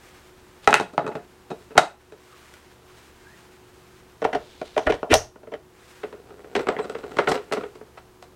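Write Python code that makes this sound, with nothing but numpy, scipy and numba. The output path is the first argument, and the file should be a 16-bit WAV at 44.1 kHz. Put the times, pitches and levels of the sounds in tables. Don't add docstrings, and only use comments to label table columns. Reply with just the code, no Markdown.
import sys
import numpy as np
from scipy import signal
from scipy.fft import rfft, irfft
from scipy.io import wavfile
from scipy.ndimage import uniform_filter1d
from numba import njit

SR = 44100
rng = np.random.default_rng(int(sys.argv[2]) if len(sys.argv) > 2 else 0)


def store_pcm(level_fs):
    pcm = np.round(np.clip(level_fs, -1, 1) * 32767).astype(np.int16)
    wavfile.write(sys.argv[1], SR, np.atleast_2d(pcm).T)


N = 368235
TIME = np.arange(N) / SR
RING_TIME = TIME[:SR // 3]

# (time [s], relative force [dB], clack [dB], tick [dB], chatter time [s])
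STRAINER_HITS = [(.6745, -5.5, -3.5, -18.5, 0.0023), (.7062, -22, -9.5, -10, 0.0037),
                 (.7287, -14, 4, -19.5, .0004), (.7417, -9, 3, -9, .0006), (.7545, -22.5, -5, -9.5, 0.0032),
                 (.799, -15.5, -11.5, -17, 0.0016), (.809, -20.5, -13.5, -15.5, .001),
                 (.934, -41, -7, -12.5, 0.0061), (.979, -9, -11.5, -26, 0.00055),
                 (1.043, -34, -3.5, -33, 0.0071), (1.065, -28.5, -3, -18, 0.0025),
                 (1.077, -24.5, -9.5, -19, 0.0031), (1.115, -37, -2, -24.5, 0.0059),
                 (1.153, -24, -9.5, -22, .003), (1.503, -27.5, -10.5, -17, 0.013),
                 (1.707, -44, -3.5, -21, 0.0085), (1.753, -29.5, -11.5, -27, 0.0059),
                 (1.768, -22.5, -3, -23, .012), (1.778, 0.5, -5, -13, .0046),
                 (2.122, -42, -5.5, -14, 0.0027)]
AUGER_HITS = [(2.539, -55, 5.5, -0.5, 0.0012), (4.2185, -28, -13, -25, 0.0021),
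              (4.225, -28.5, -9.5, -23, 0.0021), (4.2435, -30, -1.5, -15, .004),
              (4.2493, -16.5, -12, -26.5, 0.0017), (4.3295, -25, -5.5, -20.5, 0.0043),
              (4.349, -19, -12.5, -23.5, 0.0045), (4.614, -27.5, -13, -21.5, 0.0034),
              (4.7645, -18, -16, -34, 0.0035), (4.778, -20, -8, -17, 0.0023),
              (4.868, -17, -5.5, -31, 0.0074), (4.893, -19, -13, -27, 0.0054), (4.921, -24, -5, -18, .004),
              (4.939, -31.5, -8, -15.5, 0.0067), (5.03, -24.5, -15, -29.5, 0.00085),
              (5.12, -23.5, 6, -9, 0.0072), (5.132, -12, -25, -24, 0.00051),
              (5.1405, -10, -6, -4.5, 0.0014), (5.1495, -12.5, -25.5, -22, 0.0031),
              (5.358, -45.5, -7.5, -23, 0.0026), (5.431, -44, -12, -23, .005),
              (5.47, -39.5, -13, -35, .006), (5.518, -33.5, -13, -26, .01), (5.538, -31.5, -6, -20, .003)]
HOPPER_HITS = [(6.031, -31, -4, -21, 0.0096), (6.127, -40.5, -5.5, -17, 0.0023),
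               (6.304, -46, -4.5, -23, .003), (6.393, -48, -4.5, -30, 0.0012),
               (6.444, -46.5, -3, -23, 0.0022), (6.551, -21, -2.5, -13.5, 0.0068),
               (6.562, -23, -5, -13.5, 0.0033), (6.59, -27, -6.5, -16.5, 0.0056),
               (6.668, -26, -4.5, -21, 0.0047), (6.686, -18, -5.5, -18.5, 0.0026),
               (6.765, -32, -1, -28, 0.0013), (6.786, -25, -7, -20.5, 0.0077),
               (6.841, -38, -3, -11, 0.0089), (6.897, -32, -6, -12, 0.0025), (6.948, -31, -5, -19, 0.0052),
               (6.986, -40.5, -8, -12, 0.0023), (7.031, -36.5, -3.5, -20, 0.0099),
               (7.168, -30.5, -3, -12, 0.0021), (7.186, -14, -3.5, -19, 0.0052),
               (7.2725, -18.5, -0.5, -20, 0.0053), (7.285, -21.5, -17, -9, 0.011),
               (7.3155, -18.5, -4.5, -11, 0.0035), (7.349, -27.5, -6, -11.5, 0.0098),
               (7.375, -35.5, 0, -17, .0024), (7.513, -30, -6, -40, 0.0015),
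               (7.522, -22, -3.5, -10.5, 0.0044), (7.535, -28.5, -2.5, -8, 0.0012),
               (7.567, -27.5, -5.5, -27, .008), (7.609, -38, -2, -21, 0.0031),
               (7.634, -34, -4, -26, 0.0047), (7.753, -47, -4, -12, 0.0044), (7.812, -43, -8, -42, .002)]
LIFTED_TAPS = [(7.973, -39.5, -3.5, -15, 0.0057), (8.224, -42.5, -5.5, -8.5, 0.0025)]
BAND_EDGES = [130, 540, 1100, 3400, 15000]
# (pitch [Hz], level above the part's click [dB], ring time [s])
STRAINER_MODES = [(170, -6, 0.037), (425, 13.5, 0.043), (607, 6.5, 0.13), (674, 12.5, 0.047),
                  (714.4, 17, 0.095), (832, 16.5, .03), (1410, 11.5, 0.011), (1340, 6, 0.014),
                  (1744, 8.5, 0.013), (2010, 5.5, 0.02), (2544, 13.5, 0.023), (3810, 11, 0.032),
                  (6400, -7, .005), (8300, 4, 0.0017)]
AUGER_MODES = [(451, 13.2, 0.033), (630, 14.4, 0.034), (708, 8.2, 0.067), (750, 4.6, 0.08),
               (1426, 12.3, 0.029), (1845, 8, 0.0068), (2340, 2.3, 0.019), (2700, 3, 0.016),
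               (3020, 2.8, .022), (5630, 2.5, .008), (8550, 3, 0.01)]
HOPPER_MODES = [(417, 19.9, 0.062), (480, 10.8, 0.033), (586, 2, 0.0079), (708, 9.5, 0.032),
                (920, 1.3, 0.094), (1399, 14.1, 0.014), (1896, 12, 0.0041), (2580, 1.6, 0.0072),
                (3300, 0.61, 0.06), (3940, 3.4, 0.014), (7800, 3.6, 0.0055)]
# (pitch [Hz], relative level [dB], ring time [s])
MESH_MODES = [(5300, -8, .22), (5870, -9, 0.22), (5670, 5, .15), (5560, 1.5, .15), (6120, -5.5, 0.24),
              (6030, -11, 0.18), (6900, 8.5, 0.15)]
BOWL_MODES = [(315, -5.5, 0.27), (550, 0, .16), (690, -1, .2), (757, -1, .22), (876, -5, .2)]
# (time [s], level [dB])
MESH_HITS = [(0.7412, -51.5), (4.775, -46.5), (5.1378, -18.5)]
BOWL_HITS = [(.7417, -33), (1.778, -23), (5.1405, -31)]
# (time [s], level [dB], ring time [s])
THUMPS = [(0.676, -35.5, 0.042), (4.249, -47, .18), (4.347, -49, .24), (4.868, -31.5, .3),
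          (5.119, -25, .27), (6.561, -47, 0.19), (6.686, -51, .17), (7.297, -43, 0.071)]
# (middle time [s], length [s], level [dB])
AUGER_GRIND = [(4.871, 0.0086, -21.5), (4.905, 0.016, -20.5), (5.118, 0.02, -12)]
RIM_RUB = [(6.3, .4, -57), (6.61, 0.053, -33), (6.9, 0.98, -43.5), (7.2, 0.19, -38.5), (7.32, 0.07, -22.5),
           (7.59, 0.14, -41)]
BOWL_RUB = [(.645, .025, -45), (4.52, .28, -53), (4.665, .03, -46.5), (4.82, .3, -50.5)]
ARM_MOVES = [(.07, 0.42, -54.5), (.68, 0.59, -59), (1.5, 1.8, -62), (2.45, .55, -53), (3.02, 0.28, -55),
             (3.33, 0.34, -55.5), (3.85, 1.1, -60.5), (5.94, 0.27, -52), (7.3, 1.1, -60)]
# (time [s], length [s], pitch [Hz], level [dB])
SQUEAKS = [(6.781, 0.084, 3990, -52.5), (7.066, 0.077, 3960, -65)]
# (time [s], length [s], first pitch [Hz], last pitch [Hz], level [dB])
SWISHES = [(2.269, .13, 1466, 980, -51), (3.22, 0.16, 1416, 2040, -49.5)]
# (frequency [Hz], relative level [dB])
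GRIND_SPECTRUM = [(120, -7.5), (300, 14), (700, -9.5), (1200, -7), (2100, 0.5), (3400, -4), (5000, -14.5),
                  (9000, -23.5), (15000, -34.5)]
RIM_SPECTRUM = [(60, -12), (160, 2), (700, -0.5), (2000, -15), (4000, -16.5), (8500, -26), (10500, -32.5),
                (15500, -32)]
SLIDE_SPECTRUM = [(300, -2), (1200, -8), (2500, -4.5), (3700, -1.5), (5500, -11), (8500, -16.5),
                  (15000, -34)]
CLOTH_SPECTRUM = [(200, -26.5), (700, -1.5), (1400, 3), (2600, -1.5), (5000, -8), (8500, -10.5),
                  (10500, -16.5), (15500, -19.5)]
AIR_SPECTRUM = [(15, -43), (25, -8), (75, -5), (274, -7), (313, -7), (368, -3), (410, -8), (482, -5.5),
                (552, -13), (684, -12.5), (945, -11.5), (1300, -16), (2010, -22.5), (8130, -29.5),
                (15500, -34)]
MESH_SPECTRUM = [(3000, -30), (5200, 1), (5800, 9), (6700, 3.5), (7400, -24), (14000, -27)]
THUMP_SPECTRUM = [(12, -25.5), (32, -1), (50, 0), (80, 0.5), (130, -2), (230, -25.5), (900, -69)]
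# (delay [s], gain [ratio])
REFLECTIONS = [(.0033, -0.012), (.0058, -0.25), (0.0138, .2), (0.016, -0.054)]
# (pitch [Hz], average level [dB])
HUM = [(70, -63.5), (118.4, -66.5), (366.1, -59), (990.5, -84)]


def knocks(hits, modes, gain_db, chatter, room_db, low_hz):
    out = np.zeros(N)
    n, attack = len(RING_TIME), int(.03 * SR)
    band_filters = [signal.butter(3, edges, "band", fs=SR, output="sos")
                    for edges in zip(BAND_EDGES, BAND_EDGES[1:])]
    for s, db, bass_db, clack_db, tick_db, chatter_s in hits:
        age = 2 * RING_TIME / max(chatter_s, 1e-4)
        force = chatter * slips(n, 5000, 4.7) * age * np.exp(1 - age)
        force[0] += 1
        early, tail = room(room_db)
        echoed = signal.fftconvolve(force, early)[:n] + np.linalg.norm(force) * tail
        sound = signal.fftconvolve(echoed, tap(modes))[:n]
        pole = np.exp(-2 * np.pi * 8000 * amp(0.89 * tick_db) / SR)
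        sound = signal.lfilter([1 - pole], [1, -pole], sound)
        top_hz = min(11500 * amp(0.33 * tick_db), SR / 3)
        sound = signal.lfilter(*signal.butter(2, top_hz, fs=SR), sound)
        sound = signal.lfilter(*signal.butter(1, low_hz, "high", fs=SR), sound)
        bands = np.array([signal.sosfilt(sos, sound) for sos in band_filters])
        levels = amp(gain_db + db + np.array([bass_db, 0, clack_db, tick_db]))
        add(out, s, (levels / bands[:, :attack].std(axis=1)) @ bands)
    return out


def contacts(rows, bass_db, bass_fall, settle_db, settle_bass_db, settle_tick_db, most_bass_db=6):
    hits = []
    settle_delay_s, settle_chatter_s, usual_force_db = .011, 0.0043, -25
    for s, db, clack_db, tick_db, chatter_s in rows:
        bass = min(bass_db - bass_fall * (db - usual_force_db), most_bass_db)
        touch_db = db + settle_db + 3.5 * np.log2(chatter_s / settle_chatter_s)
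        hits.append((s, db, bass, clack_db, tick_db, chatter_s))
        hits.append((s + settle_delay_s, touch_db, bass + settle_bass_db,
                     clack_db, tick_db + settle_tick_db, settle_chatter_s))
    return hits


def tap(modes, scatter_db=4.0):
    hz, db, t60 = np.transpose(modes)[:, :, None]
    size, shift = rng.standard_normal((2, len(modes), 1))
    hz = hz * (1 + .01 * shift)
    t = TIME[:SR // 16]
    peak = amp(db - scatter_db * size) * 2 * np.log(1000) / (t60 * SR)
    sound = np.sum(peak * amp(-60 * t / t60) * np.cos(2 * np.pi * hz * t), axis=0)
    sound[0] += 1
    return sound


def mesh(t60=0.23, tones_db=-14.5):
    out, t = np.zeros(N), TIME[:SR // 2]
    for s, db in MESH_HITS:
        shimmer = colour(rng.standard_normal(len(t)), MESH_SPECTRUM) * amp(-60 * t / t60)
        tones = ring(MESH_MODES, t, scatter_db=7.0, detune=0.0027)
        add(out, s, amp(db) * (shimmer + amp(tones_db) * tones / tones[:SR // 40].std()))
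    return out


def bowl():
    out = np.zeros(N)
    for s, db in BOWL_HITS:
        add(out, s, amp(db) * ring(BOWL_MODES, RING_TIME, scatter_db=1.5, detune=.008))
    return out


def grinding():
    grit = colour(slips(N, 7000, 1.5), GRIND_SPECTRUM)
    return unit(signal.fftconvolve(grit, tap(AUGER_MODES))[:N]) * strokes(AUGER_GRIND)


def rubbing():
    grit = colour(slips(N, 700, 1.6), RIM_SPECTRUM)
    rim = unit(signal.fftconvolve(grit, tap(HOPPER_MODES))[:N])
    slide = colour(slips(N, 5000, 1.5), SLIDE_SPECTRUM)
    return rim * strokes(RIM_RUB) + slide * strokes(BOWL_RUB)


def thumps(rise_s=0.0017):
    out, t = np.zeros(N), TIME[:SR // 2]
    for s, db, t60 in THUMPS:
        rumble = colour(rng.standard_normal(len(t)), THUMP_SPECTRUM)
        rumble *= amp(-60 * t / t60) * (1 - np.exp(-t / rise_s))
        add(out, s, amp(db) * rumble / rumble[:SR // 20].std())
    return out


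def squeaks(octave_db=-1):
    out = np.zeros(N)
    for s, length, hz, db in SQUEAKS:
        n = int(length * SR)
        phase = 2 * np.pi * hz * TIME[:n]
        squeal = wander(per_s=90)[:n] * np.sin(phase)
        octave = amp(octave_db) * wander(per_s=1400)[:n] * np.sin(2 * phase)
        add(out, s, amp(db) * np.hanning(n) * (squeal + octave))
    return out


def sleeve(flutter_db=1.3, rest_db=-73):
    rustle = colour(slips(N, 16000, 1.3), CLOTH_SPECTRUM)
    out = rustle * (strokes(ARM_MOVES) + amp(rest_db)) * amp(flutter_db * wander(per_s=27))
    for s, length, from_hz, to_hz, db in SWISHES:
        n = int(length * SR)
        glide = np.sin(2 * np.pi * np.cumsum(np.linspace(from_hz, to_hz, n)) / SR)
        add(out, s, amp(db) * np.hanning(n) * wander(per_s=180)[:n] * glide)
    return out


def room(tail_db, t60=0.24, build_s=0.0027):
    t = RING_TIME
    early = np.zeros(len(t))
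    early[0] = 1
    for delay, gain in REFLECTIONS:
        early[int(delay * SR)] += gain
    tail = rng.standard_normal(len(t)) * amp(-60 * t / t60) * (1 - np.exp(-t / build_s))
    return early, amp(tail_db) * tail / np.linalg.norm(tail)


def background(air_db=-54.0):
    hum = sum(np.sqrt(2) * amp(db + wander(per_s=2.3)) * np.sin(2 * np.pi * hz * TIME) for hz, db in HUM)
    return hum + amp(air_db) * colour(rng.standard_normal(N), AIR_SPECTRUM)


def ring(modes, t, scatter_db, detune):
    hz, db, t60 = np.transpose(modes)[:, :, None]
    size, shift = rng.standard_normal((2, len(modes), 1))
    fade = amp(db + scatter_db * size - 60 * t / t60)
    return np.sum(fade * np.sin(2 * np.pi * hz * (1 + detune * shift) * t), axis=0)


def slips(n, per_s, spread_db):
    slipping = rng.random(n) < per_s / SR
    return slipping * rng.standard_normal(n) * amp(spread_db * rng.standard_normal(n))


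def strokes(rows):
    powers = (amp(db) ** 2 * 0.22 ** np.minimum((2 * (TIME - s) / length) ** 2, 20)
              for s, length, db in rows)
    return np.sqrt(sum(powers))


def wander(per_s):
    hold = int(SR / per_s)
    steps = np.repeat(rng.standard_normal(N // hold + 1), hold)
    return unit(uniform_filter1d(steps, hold)[:N])


def colour(x, spectrum):
    hz, db = np.transpose(spectrum)
    bin_hz = np.fft.rfftfreq(len(x), 1 / SR) + 1
    gain = amp(np.interp(np.log(bin_hz), np.log(hz), db))
    return unit(irfft(rfft(x) * gain, len(x)))


def amp(db):
    return 10 ** (np.asarray(db) / 20)


def unit(x):
    return x / np.sqrt(np.mean(x ** 2) + 1e-20)


def add(track, s, sound):
    i = int(s * SR)
    track[i:i + len(sound)] += sound[:N - i]


@njit
def follow(x, attack, release):
    out, level = np.empty(len(x)), 0.
    for i in range(len(x)):
        level += (x[i] - level) * (attack if x[i] > level else release)
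        out[i] = level
    return out


def scene():
    drop = contacts(STRAINER_HITS, bass_db=0.5, bass_fall=0.54,
                    settle_db=-17.5, settle_bass_db=14, settle_tick_db=1)
    push = contacts(AUGER_HITS, bass_db=-4, bass_fall=0.43,
                    settle_db=-11.5, settle_bass_db=8.5, settle_tick_db=-1.5, most_bass_db=-1)
    turn = contacts(HOPPER_HITS, bass_db=0.5, bass_fall=0.3,
                    settle_db=-17, settle_bass_db=13, settle_tick_db=-1)
    lift = contacts(LIFTED_TAPS, bass_db=-19, bass_fall=.05,
                    settle_db=-10, settle_bass_db=-4, settle_tick_db=3)
    strainer = knocks(drop, STRAINER_MODES, gain_db=-6, chatter=0.31, room_db=-6.5, low_hz=70.4)
    auger = knocks(push, AUGER_MODES, gain_db=-2.5, chatter=0.44, room_db=-10.5, low_hz=377)
    hopper = knocks(turn + lift, HOPPER_MODES, gain_db=-5, chatter=0.78, room_db=-6.5, low_hz=238)
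    ringing = mesh() + bowl()
    friction = rubbing() + grinding() + squeaks()
    return (strainer + auger + hopper + ringing + friction + thumps() + sleeve() + background())[None]


def record(dry, attack_s=0.012, release_s=0.94):
    level = follow(np.abs(dry[0]), 1 / (attack_s * SR), 1 / (release_s * SR))
    dip_db = 14 * np.clip(level - .15, 0, 1)
    treble_cut = signal.ellip(8, .2, 70, 15900, fs=SR, output="sos")
    return signal.sosfilt(treble_cut, np.clip(dry * amp(-dip_db), -1, 1))


dry = scene()
out = record(dry)
store_pcm(out)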